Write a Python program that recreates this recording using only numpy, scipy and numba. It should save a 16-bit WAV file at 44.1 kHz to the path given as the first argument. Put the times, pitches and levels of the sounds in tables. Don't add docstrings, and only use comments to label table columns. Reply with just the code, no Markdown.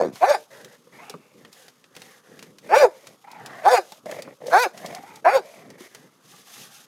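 import sys
import numpy as np
from scipy import signal
from scipy.fft import rfft, irfft
from scipy.io import wavfile
from scipy.ndimage import uniform_filter1d, minimum_filter1d
from numba import njit

SR = 44100
rng = np.random.default_rng(int(sys.argv[2]) if len(sys.argv) > 2 else 0)


def transcribe(u):
    v = np.clip(np.atleast_2d(u).T, -1, 1)
    q = np.round(v * 32767).astype(np.int16)
    wavfile.write(sys.argv[1], SR, q)


N = 302967
T = np.arange(N) / SR
TOP_HZ = 15950


def barks():
    # hiss/dB, upper and lower throat resonance/Hz, opening and crest roughness/0-1, rasp re folds
    gestures = [(.205, .100, 0.078, 593, 0.025, 0.12, -29.5, 1, -35, 794, 605, 0.53, 0.6, 3),
                (2.689, 0.11, 0.11, 606.2, 0.055, 0.098, -20.5, 31, -32, 885, 509, .4, 0.6, .35),
                (3.632, 0.089, 0.12, 512.5, 0.034, 0.11, -25, 3.5, -31, 824, 576, 0.5, 0.67, 0.59),
                (4.506, 0.11, .080, 510, 0.031, 0.11, -17.5, 42, -30, 752, 756, 0.94, 0.03, 0.16),
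                (5.243, .105, .078, 548.6, 0.0085, .124, -22, 65.5, -35.5, 790, 573, .7, .58, 1.1)]
    # t/s, level/dB
    throat_levels = [
        [(0.205, -45.5), (0.217, -23.5), (0.239, -5.5), (0.263, -26), (0.315, -9), (0.335, -31), (0.351, -16),
         (0.365, -36), (0.41, -48.5)],
        [(2.688, -40.5), (2.696, -32), (2.742, -7.5), (2.758, -19.5), (2.774, -6.5), (2.784, -20), (2.846, -4),
         (2.9, -48.5)],
        [(3.636, -39), (3.654, -19), (3.678, 0.5), (3.696, -22), (3.744, -9.5), (3.77, -27.5), (3.786, -14.5),
         (3.814, -43.5), (3.84, -52)],
        [(4.505, -12), (4.511, -39), (4.537, -11), (4.567, -10.5), (4.605, -24.5), (4.671, -22.5), (4.687, -80),
         (4.7, -53)],
        [(5.245, -31), (5.255, -15.5), (5.269, -8), (5.299, -16), (5.309, -30.5), (5.361, -11), (5.407, -38),
         (5.42, -50)],
    ]
    out = np.zeros(N)
    for (start_s, *shape, rasp), levels in zip(gestures, throat_levels):
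        sound = voice(bark_controls(levels, start_s, *shape), rasp, jitter=.065, jitter_hz=380,
                      subharmonic=1.1, leak=1.1, tilt=.45, jaw_width_hz=200, low_hz=370, steady_s=.005)
        add(out, start_s, sound)
    return out


def bark_controls(levels, start_s, rise_s, fall_s, crest_hz, attack_s, hold_s, mouth_db, sag_db_per_s,
                  hiss_db, upper_hz, lower_hz, rough_open, rough_crest):
    rest_hz, jaw_shut_hz, release_s, tail_s = 295.8, 450, .026, .05
    lower_reach_hz, upper_reach_hz = 55.5, 85
    knots_s = np.cumsum([0, attack_s, hold_s, release_s, tail_s])
    t = T[:int(knots_s[-1] * SR)]
    throat_db = np.interp(start_s + t, *np.transpose(levels))
    effort_db = np.interp(t, knots_s, [-21, 0, 0, -20, -35])
    progress = np.interp(t, [0, rise_s, rise_s + fall_s], [0, 1, 2])
    arch = np.sin(np.pi / 2 * progress) ** 2
    hz = rest_hz + (crest_hz - rest_hz) * arch
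    lower_lock = 1 / (1 + ((hz - lower_hz) / lower_reach_hz) ** 2)
    upper_lock = 1 / (1 + ((2 * hz - upper_hz) / upper_reach_hz) ** 2)
    register = lower_lock / (lower_lock + upper_lock)
    hz += .5 * upper_lock * (upper_hz / 2 - hz)
    rough = rough_open + (rough_crest - rough_open) * arch
    rough *= 1 - .55 * upper_lock + .15 * np.sin(np.pi * register) ** 2
    open_hz = upper_hz + (lower_hz - upper_hz) * register
    jaw_hz = jaw_shut_hz + (open_hz - jaw_shut_hz) * np.interp(t, knots_s, [.3, 1, 1, 0, 0])
    lock_lift_db = 4.5 * (np.maximum(upper_lock, lower_lock) - .5)
    mouth_rel_db = effort_db + mouth_db - sag_db_per_s * t + lock_lift_db - throat_db
    jowl_flap_db = 3 * wander(t, 83)
    hiss_rel_db = effort_db + hiss_db - 7.5 * (1 - np.minimum(progress, 1)) + jowl_flap_db - throat_db
    return start_s + t, hz, rough, jaw_hz, throat_db, mouth_rel_db, hiss_rel_db


def growl():
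    # t/s, level/dB
    throat_levels = [(0.0, -15), (0.012, -14.5), (0.034, -20), (0.046, -21), (0.084, -29), (0.116, -43.5),
                     (0.137, -43.5)]
    s, db = np.transpose(throat_levels)
    hz, jaw_hz = 85.1 - 120 * s, 620 - 3400 * s
    rough, mouth_rel_db, hiss_rel_db = .97, -23, -28
    sound = voice((s, hz, rough, jaw_hz, db, mouth_rel_db, hiss_rel_db), rasp=2, jitter=.12,
                  jitter_hz=110, subharmonic=.25, leak=2.4, tilt=.8, jaw_width_hz=190, low_hz=120,
                  steady_s=.008)
    return np.pad(sound, (0, N - len(sound)))


def voice(controls, rasp, jitter, jitter_hz, subharmonic, leak, tilt, jaw_width_hz, low_hz, steady_s):
    # f/Hz, width/Hz, relative level/dB
    mouth_modes = [(1144, 1000, -11.5), (1580, 66, -0.5), (1734, 27, -2), (2424, 620, -11.5)]
    # f/Hz, width/Hz, relative level/dB
    teeth_modes = [(3680, 390, -5.5), (4320, 57, 0.5), (4730, 120, 2), (5800, 76, 0.5), (6590, 140, -1.5),
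                   (9270, 1700, -11), (11400, 1100, -17.5), (14700, 1200, -16.5)]
    s, *curves = np.broadcast_arrays(*controls)
    t = T[int(s[0] * SR):int((s[-1] + .02) * SR)]
    hz, rough, jaw_hz, db, mouth_rel_db, hiss_rel_db = (np.interp(t, s, c) for c in curves)
    rough = np.clip(rough, 0, 1)
    hz *= 1 + jitter * rough ** 1.7 * wander(t, jitter_hz)
    phase = 2 * np.pi * np.cumsum(hz) / SR
    k = np.arange(1, 31)[:, None]
    folds = unit(np.sum(np.cos(k * phase) * (k * hz < TOP_HZ) / k ** tilt, axis=0))
    alternation = subharmonic * rough * np.cos(phase / 2 + wander(t, 45))
    folds *= 1 + alternation + .45 * rough * wander(t, 300)
    air = rng.standard_normal(N)[:len(t)] * (1 + .9 * np.cos(phase))
    source = folds + leak * rough * air
    jaw = svf(svf(source, jaw_hz, float(jaw_width_hz)), jaw_hz, 4. * jaw_width_hz)
    throat = even(band(jaw, low_hz, 1150, order=4), steady_s)
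    source += rasp * rng.standard_normal(N)[:len(t)] * (1 + .91 * np.cos(phase))
    mouth = even(band(soft_tissue(source, t, mouth_modes, 1), 1060, 2700, order=4), steady_s)
    lip_stretch = np.linspace(.93, 1.08, len(t))
    teeth = soft_tissue(source + .9 * air, t, teeth_modes, lip_stretch) + amp(-13) * air
    hiss = even(band(teeth, 3100, 14500, order=3), steady_s)
    puff = amp(-44.5 - .25 * db) * unit(band(rng.standard_normal(N), 20, 160, order=1))[:len(t)]
    sound = throat + amp(mouth_rel_db) * mouth + amp(hiss_rel_db) * hiss + puff
    fades = np.clip((t - t[0]) / .004, 0, 1) * np.clip((t[-1] - t) / .02, 0, 1)
    return sound * amp(db) * fades


def soft_tissue(x, t, modes, stretch):
    out = np.zeros(len(t))
    for k, (hz, width_hz, db) in enumerate(modes):
        gain = (-1) ** k * amp(db + 3.5 * wander(t, 30))
        out += gain * svf(x, hz * (stretch + .025 * wander(t, 20)), float(width_hz))
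    return out


def breath_events():
    # start/s, length/s, relative level/dB, throat f/Hz, mouth f/Hz, mouth re throat/dB,
    # nose hiss/dB
    breaths = [(0.141, 0.093, -48, 730, 2090, -1, -49.5), (.38, .05, -63, 600, 2053, -12.5, -57),
               (0.519, 0.07, -42, 590, 1940, -2, -56), (.6, 0.14, -48, 520, 1830, -6.5, -60.5),
               (0.939, .07, -47, 602, 2068, 1.5, -61), (1.004, .11, -44, 888, 2394, -2.5, -60.5),
               (1.146, 0.19, -58.5, 590, 2354, -2, -83), (1.39, 0.083, -56, 520, 1905, -1.5, -65.5),
               (1.532, .14, -52.5, 520, 1700, -1, -55.5), (1.956, .22, -52.5, 530, 1910, 4.5, -56),
               (2.25, 0.24, -51.5, 480, 1786, -5, -60.5), (2.645, 0.065, -39.5, 470, 2090, -10.5, -57.5),
               (2.92, .21, -49.5, 520, 2145, -7.5, -58.5), (3.257, .1, -41.5, 920, 2250, -12, -76.5),
               (3.353, .14, -39.5, 848, 1950, -6, -64.5), (3.5, .14, -36.5, 740, 1900, -5, -59),
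               (3.815, 0.15, -53.5, 596, 1834, -13, -54), (4.07, .11, -31.5, 621, 1930, -15, -51.5),
               (4.19, .12, -41.5, 550, 2232, -7.5, -67), (4.422, .03, -34.5, 520, 1785, -20.5, -59.5),
               (4.474, .04, -31, 533, 1810, -18.5, -46.5), (4.749, 0.093, -40.5, 693, 1803, -9, -51.5),
               (4.835, 0.13, -34, 619, 2055, -11, -52.5), (4.99, 0.18, -45, 932, 2080, -5.5, -57),
               (5.42, 0.18, -45, 600, 2110, -10, -56), (5.55, 0.22, -49.5, 723, 2180, -6, -72),
               (5.795, .05, -44.5, 430, 2017, -2.5, -52.5), (5.87, 0.19, -56, 500, 1807, 4.5, -60)]
    # start/s, length/s, nose hiss/dB
    sniffs = [(6.241, .18, -54.5), (6.472, 0.18, -46.5), (6.675, 0.15, -51)]
    return np.array(breaths + [(s, length_s, db - 5, 830, 1830, 2.5, db) for s, length_s, db in sniffs])


def panting():
    s, length_s, db, *airway, _ = breath_events().T
    throat_hz, mouth_hz, mouth_db = (np.interp(T, s + length_s / 2, c) for c in airway)
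    rattle = np.sin(2 * np.pi * np.cumsum(42 + 12 * wander(T, 30)) / SR)
    air = rng.standard_normal(N) * amp(2 * wander(T, 120) + .33 * mouth_db * rattle)
    throat = svf(svf(air, throat_hz, 130.), throat_hz, 420.)
    throat += .6 * amp(mouth_db) * svf(air, 1.42 * throat_hz, 200.)
    mouth_hz *= 1 + .06 * wander(T, 9)
    mouth = svf(air, .88 * mouth_hz, 240.) - svf(air, 1.12 * mouth_hz, 260.)
    rush = band(air, 650, 2200)
    upper = unit(unit(mouth) + amp(-1) * unit(rush))
    breath = (unit(throat) + amp(mouth_db) * upper) / np.hypot(1, amp(mouth_db))
    return breath * swells(zip(s, length_s, db - 3), idle_db=-70)


def nose():
    # f/Hz, relative density/dB
    hiss_spectrum = [(1470, -19.5), (2500, -1), (3660, 0.5), (4170, -2.5), (4950, -0.5), (5780, -2),
                     (6450, -0.5), (7530, -5.5), (11500, -5.5), (15200, -14), (16000, -28)]
    nostril_modes = [(3320, 550, -6.5), (6350, 230, .5), (11700, 1700, -8.5)]
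    s, length_s, *_, hiss_db = breath_events().T
    hiss = coloured(hiss_spectrum) * amp(1.8 * wander(T, 200) + 1.5 * wander(T, 35))
    whistle = resonate(rng.standard_normal(N), nostril_modes, stretch=1 + .049 * wander(T, 3))
    return (unit(hiss) + amp(-11) * unit(whistle)) * swells(zip(s, length_s, hiss_db), idle_db=-66)


def clicks():
    # t/s, tick level/dB, knock re tick/dB
    contacts = [(0.157, -42.5, 5), (0.6462, -39.5, -5), (1.0972, -33, -21), (1.139, -57, 2),
                (1.4492, -55, 14), (1.5287, -42, -31), (1.682, -45.5, 2), (1.8416, -57, 7.5),
                (1.952, -47.5, 0), (1.9649, -39, 0), (2.0188, -41.5, 0), (2.392, -43, -1),
                (2.4264, -39.5, -1.5), (2.5848, -46, -3), (3.0704, -38.5, -3.5), (3.315, -43, -21),
                (3.461, -36, -7), (3.921, -39.5, -4), (4.0587, -45, -21), (4.1132, -37.5, 1.5),
                (4.2216, -35.5, -32.5), (4.468, -37, -20), (4.7759, -39.5, -3), (4.8606, -32.5, -23),
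                (4.949, -34.5, -25), (5.1585, -42, -22), (5.7028, -45, -3), (5.9482, -39, -1)]
    scuff_s, click_decay_s, scatter_decay_s = .004, .0045, .023
    out, t = np.zeros(N), T[:4000]
    after_s = np.maximum(t - scuff_s, 0)
    for s, db, knock_db in contacts:
        tick = unit(band(rng.standard_normal(len(t)), 2900, 6700, order=1))
        knock = unit(band(rng.standard_normal(len(t)), 500, 3100))
        scatter = amp(-19 + 3 * wander(t, 400)) * np.exp(-after_s / scatter_decay_s)
        strike = np.exp(-after_s / click_decay_s) * (t >= scuff_s)
        envelope = strike + scatter * np.minimum(t / scuff_s, 1)
        add(out, s - scuff_s, amp(db) * envelope * (tick + amp(knock_db) * knock))
    return out


def soft_knocks():
    # t/s, relative peak/dB, ring f/Hz
    knocks = [(0.87, -52.5, 475), (1.098, -43, 390), (1.14, -38.5, 420), (1.966, -49, 549),
              (3.92, -42.5, 875), (4.058, -37, 600), (4.276, -39.5, 543), (4.415, -54, 520),
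              (4.465, -55, 483), (4.844, -34.5, 700), (5.035, -43, 810), (5.807, -45, 367),
              (6.338, -53, 1183)]
    out, t = np.zeros(N), T[:6000]
    for s, db, hz in knocks:
        push = band(rng.standard_normal(len(t)) * np.exp(-t / .007), 120, 1100)
        ring = resonate(push, [(hz, 70, 0), (170, 45, -9), (1050, 300, -15)])
        add(out, s, amp(db + 9.5) * ring / np.abs(ring).max())
    return out


def breath_rumble():
    # f/Hz, relative density/dB
    rumble_spectrum = [(18, -67), (30, -31.5), (81, -25), (129, -1.5), (253, 0), (316, -4.5), (444, -3.5),
                       (500, -3.5), (650, -16), (1100, -120)]
    # start/s, length/s, level/dB
    low_swells = [(.1, 0.067, -55), (.55, 0.13, -50.5), (.93, 0.27, -52.5), (1.36, 0.12, -52.5),
                  (1.97, 0.11, -53), (2.29, 0.29, -53), (2.62, .09, -50), (3.05, .08, -56),
                  (3.33, .31, -50), (4.05, .27, -48), (4.42, .1, -46), (4.73, 0.27, -47.5),
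                  (5.05, 0.35, -51), (5.44, 0.042, -61), (5.57, 0.18, -51), (5.9, .17, -59.5),
                  (6.3, 0.14, -60.5), (6.55, 0.15, -57)]
    rumble = coloured(rumble_spectrum) * amp(2.8 * wander(T, 35))
    return unit(rumble) * swells(low_swells, idle_db=-64.5)


def deck(x, early_db, early_decay_s, tail_db, tail_t60_s):
    t = T[:SR // 2]
    near, far = rng.standard_normal((2, len(t)))
    early = band(near, 200, 7300, order=1) * np.exp(-t / early_decay_s) * (t > .005)
    tail = band(far, 300, 3500, order=1) * amp(-60 * t / tail_t60_s) * (t > .025)
    echo = (amp(early_db) * unit(early) + amp(tail_db) * unit(tail)) / np.sqrt(len(t))
    return x + signal.fftconvolve(x, echo)[:N]


def outdoor_air():
    # f/Hz, relative density/dB
    air_spectrum = [(30, -25.5), (80, -16), (140, -6.5), (400, -6), (1200, 17.5), (3000, -17), (12000, -21),
                    (16000, -42)]
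    return amp(-67) * coloured(air_spectrum) * amp(1.5 * wander(T, 7.5))


def swells(events, idle_db):
    lead_s, fade_s, roundness = .017, .036, .38
    power = np.full(N, amp(idle_db) ** 2)
    for s, length_s, db in events:
        arch = np.sin(np.linspace(0, np.pi, int((lead_s + length_s + fade_s) * SR)))
        add(power, s - lead_s, (amp(db) * np.abs(arch) ** roundness) ** 2)
    return np.sqrt(power)


def amp(db):
    return 10 ** (np.asarray(db) / 20)


def unit(x):
    return x / np.sqrt(np.mean(x ** 2) + 1e-20)


def even(x, span_s):
    size = max(int(span_s * SR), 2)
    power = uniform_filter1d(uniform_filter1d(x ** 2, size), size)
    return x / np.sqrt(np.abs(power) + 1e-14)


def band(x, low_hz, high_hz, order=2):
    return signal.sosfilt(signal.butter(order, [low_hz, high_hz], "band", fs=SR, output="sos"), x)


@njit
def svf(x, hz, width_hz):
    y, band_state, low_state = np.empty(len(x)), 0., 0.
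    for i in range(len(x)):
        g, damping = np.tan(np.pi * hz[i] / SR), width_hz / hz[i]
        v = (band_state + g * (x[i] - low_state)) / (1 + g * (g + damping))
        band_state = 2 * v - band_state
        low_state += 2 * g * v
        y[i] = damping * v
    return y


def resonate(x, modes, stretch=1):
    return sum((-1) ** k * amp(db) * svf(x, hz * stretch * np.ones(len(x)), float(width_hz))
               for k, (hz, width_hz, db) in enumerate(modes))


def wander(t, rate_hz):
    return np.interp((t - t[0]) * rate_hz, np.arange(4096), rng.standard_normal(4096))


def coloured(points):
    hz, db = np.transpose(points)
    bins_hz = np.maximum(np.arange(N // 2 + 1) * SR / N, 1)
    gain = amp(np.interp(np.log(bins_hz), np.log(hz), db))
    return unit(irfft(rfft(rng.standard_normal(N)) * gain, N))


def add(out, start_s, x):
    i = max(int(start_s * SR), 0)
    out[i:i + len(x)] += x[:N - i]


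def scene():
    direct = growl() + barks() + clicks() + soft_knocks()
    echoing = deck(direct, early_db=-16, early_decay_s=.01, tail_db=-38, tail_t60_s=.4)
    return (echoing + outdoor_air() + panting() + breath_rumble() + nose())[None]


def record(dry):
    ceiling, size = .715, int(.005 * SR)
    gain = ceiling / np.maximum(np.abs(dry), ceiling)
    gain = uniform_filter1d(minimum_filter1d(gain, size), size)
    return signal.sosfilt(signal.ellip(8, .2, 70, TOP_HZ, fs=SR, output="sos"), dry * gain)


dry = scene()
out = record(dry)
transcribe(out)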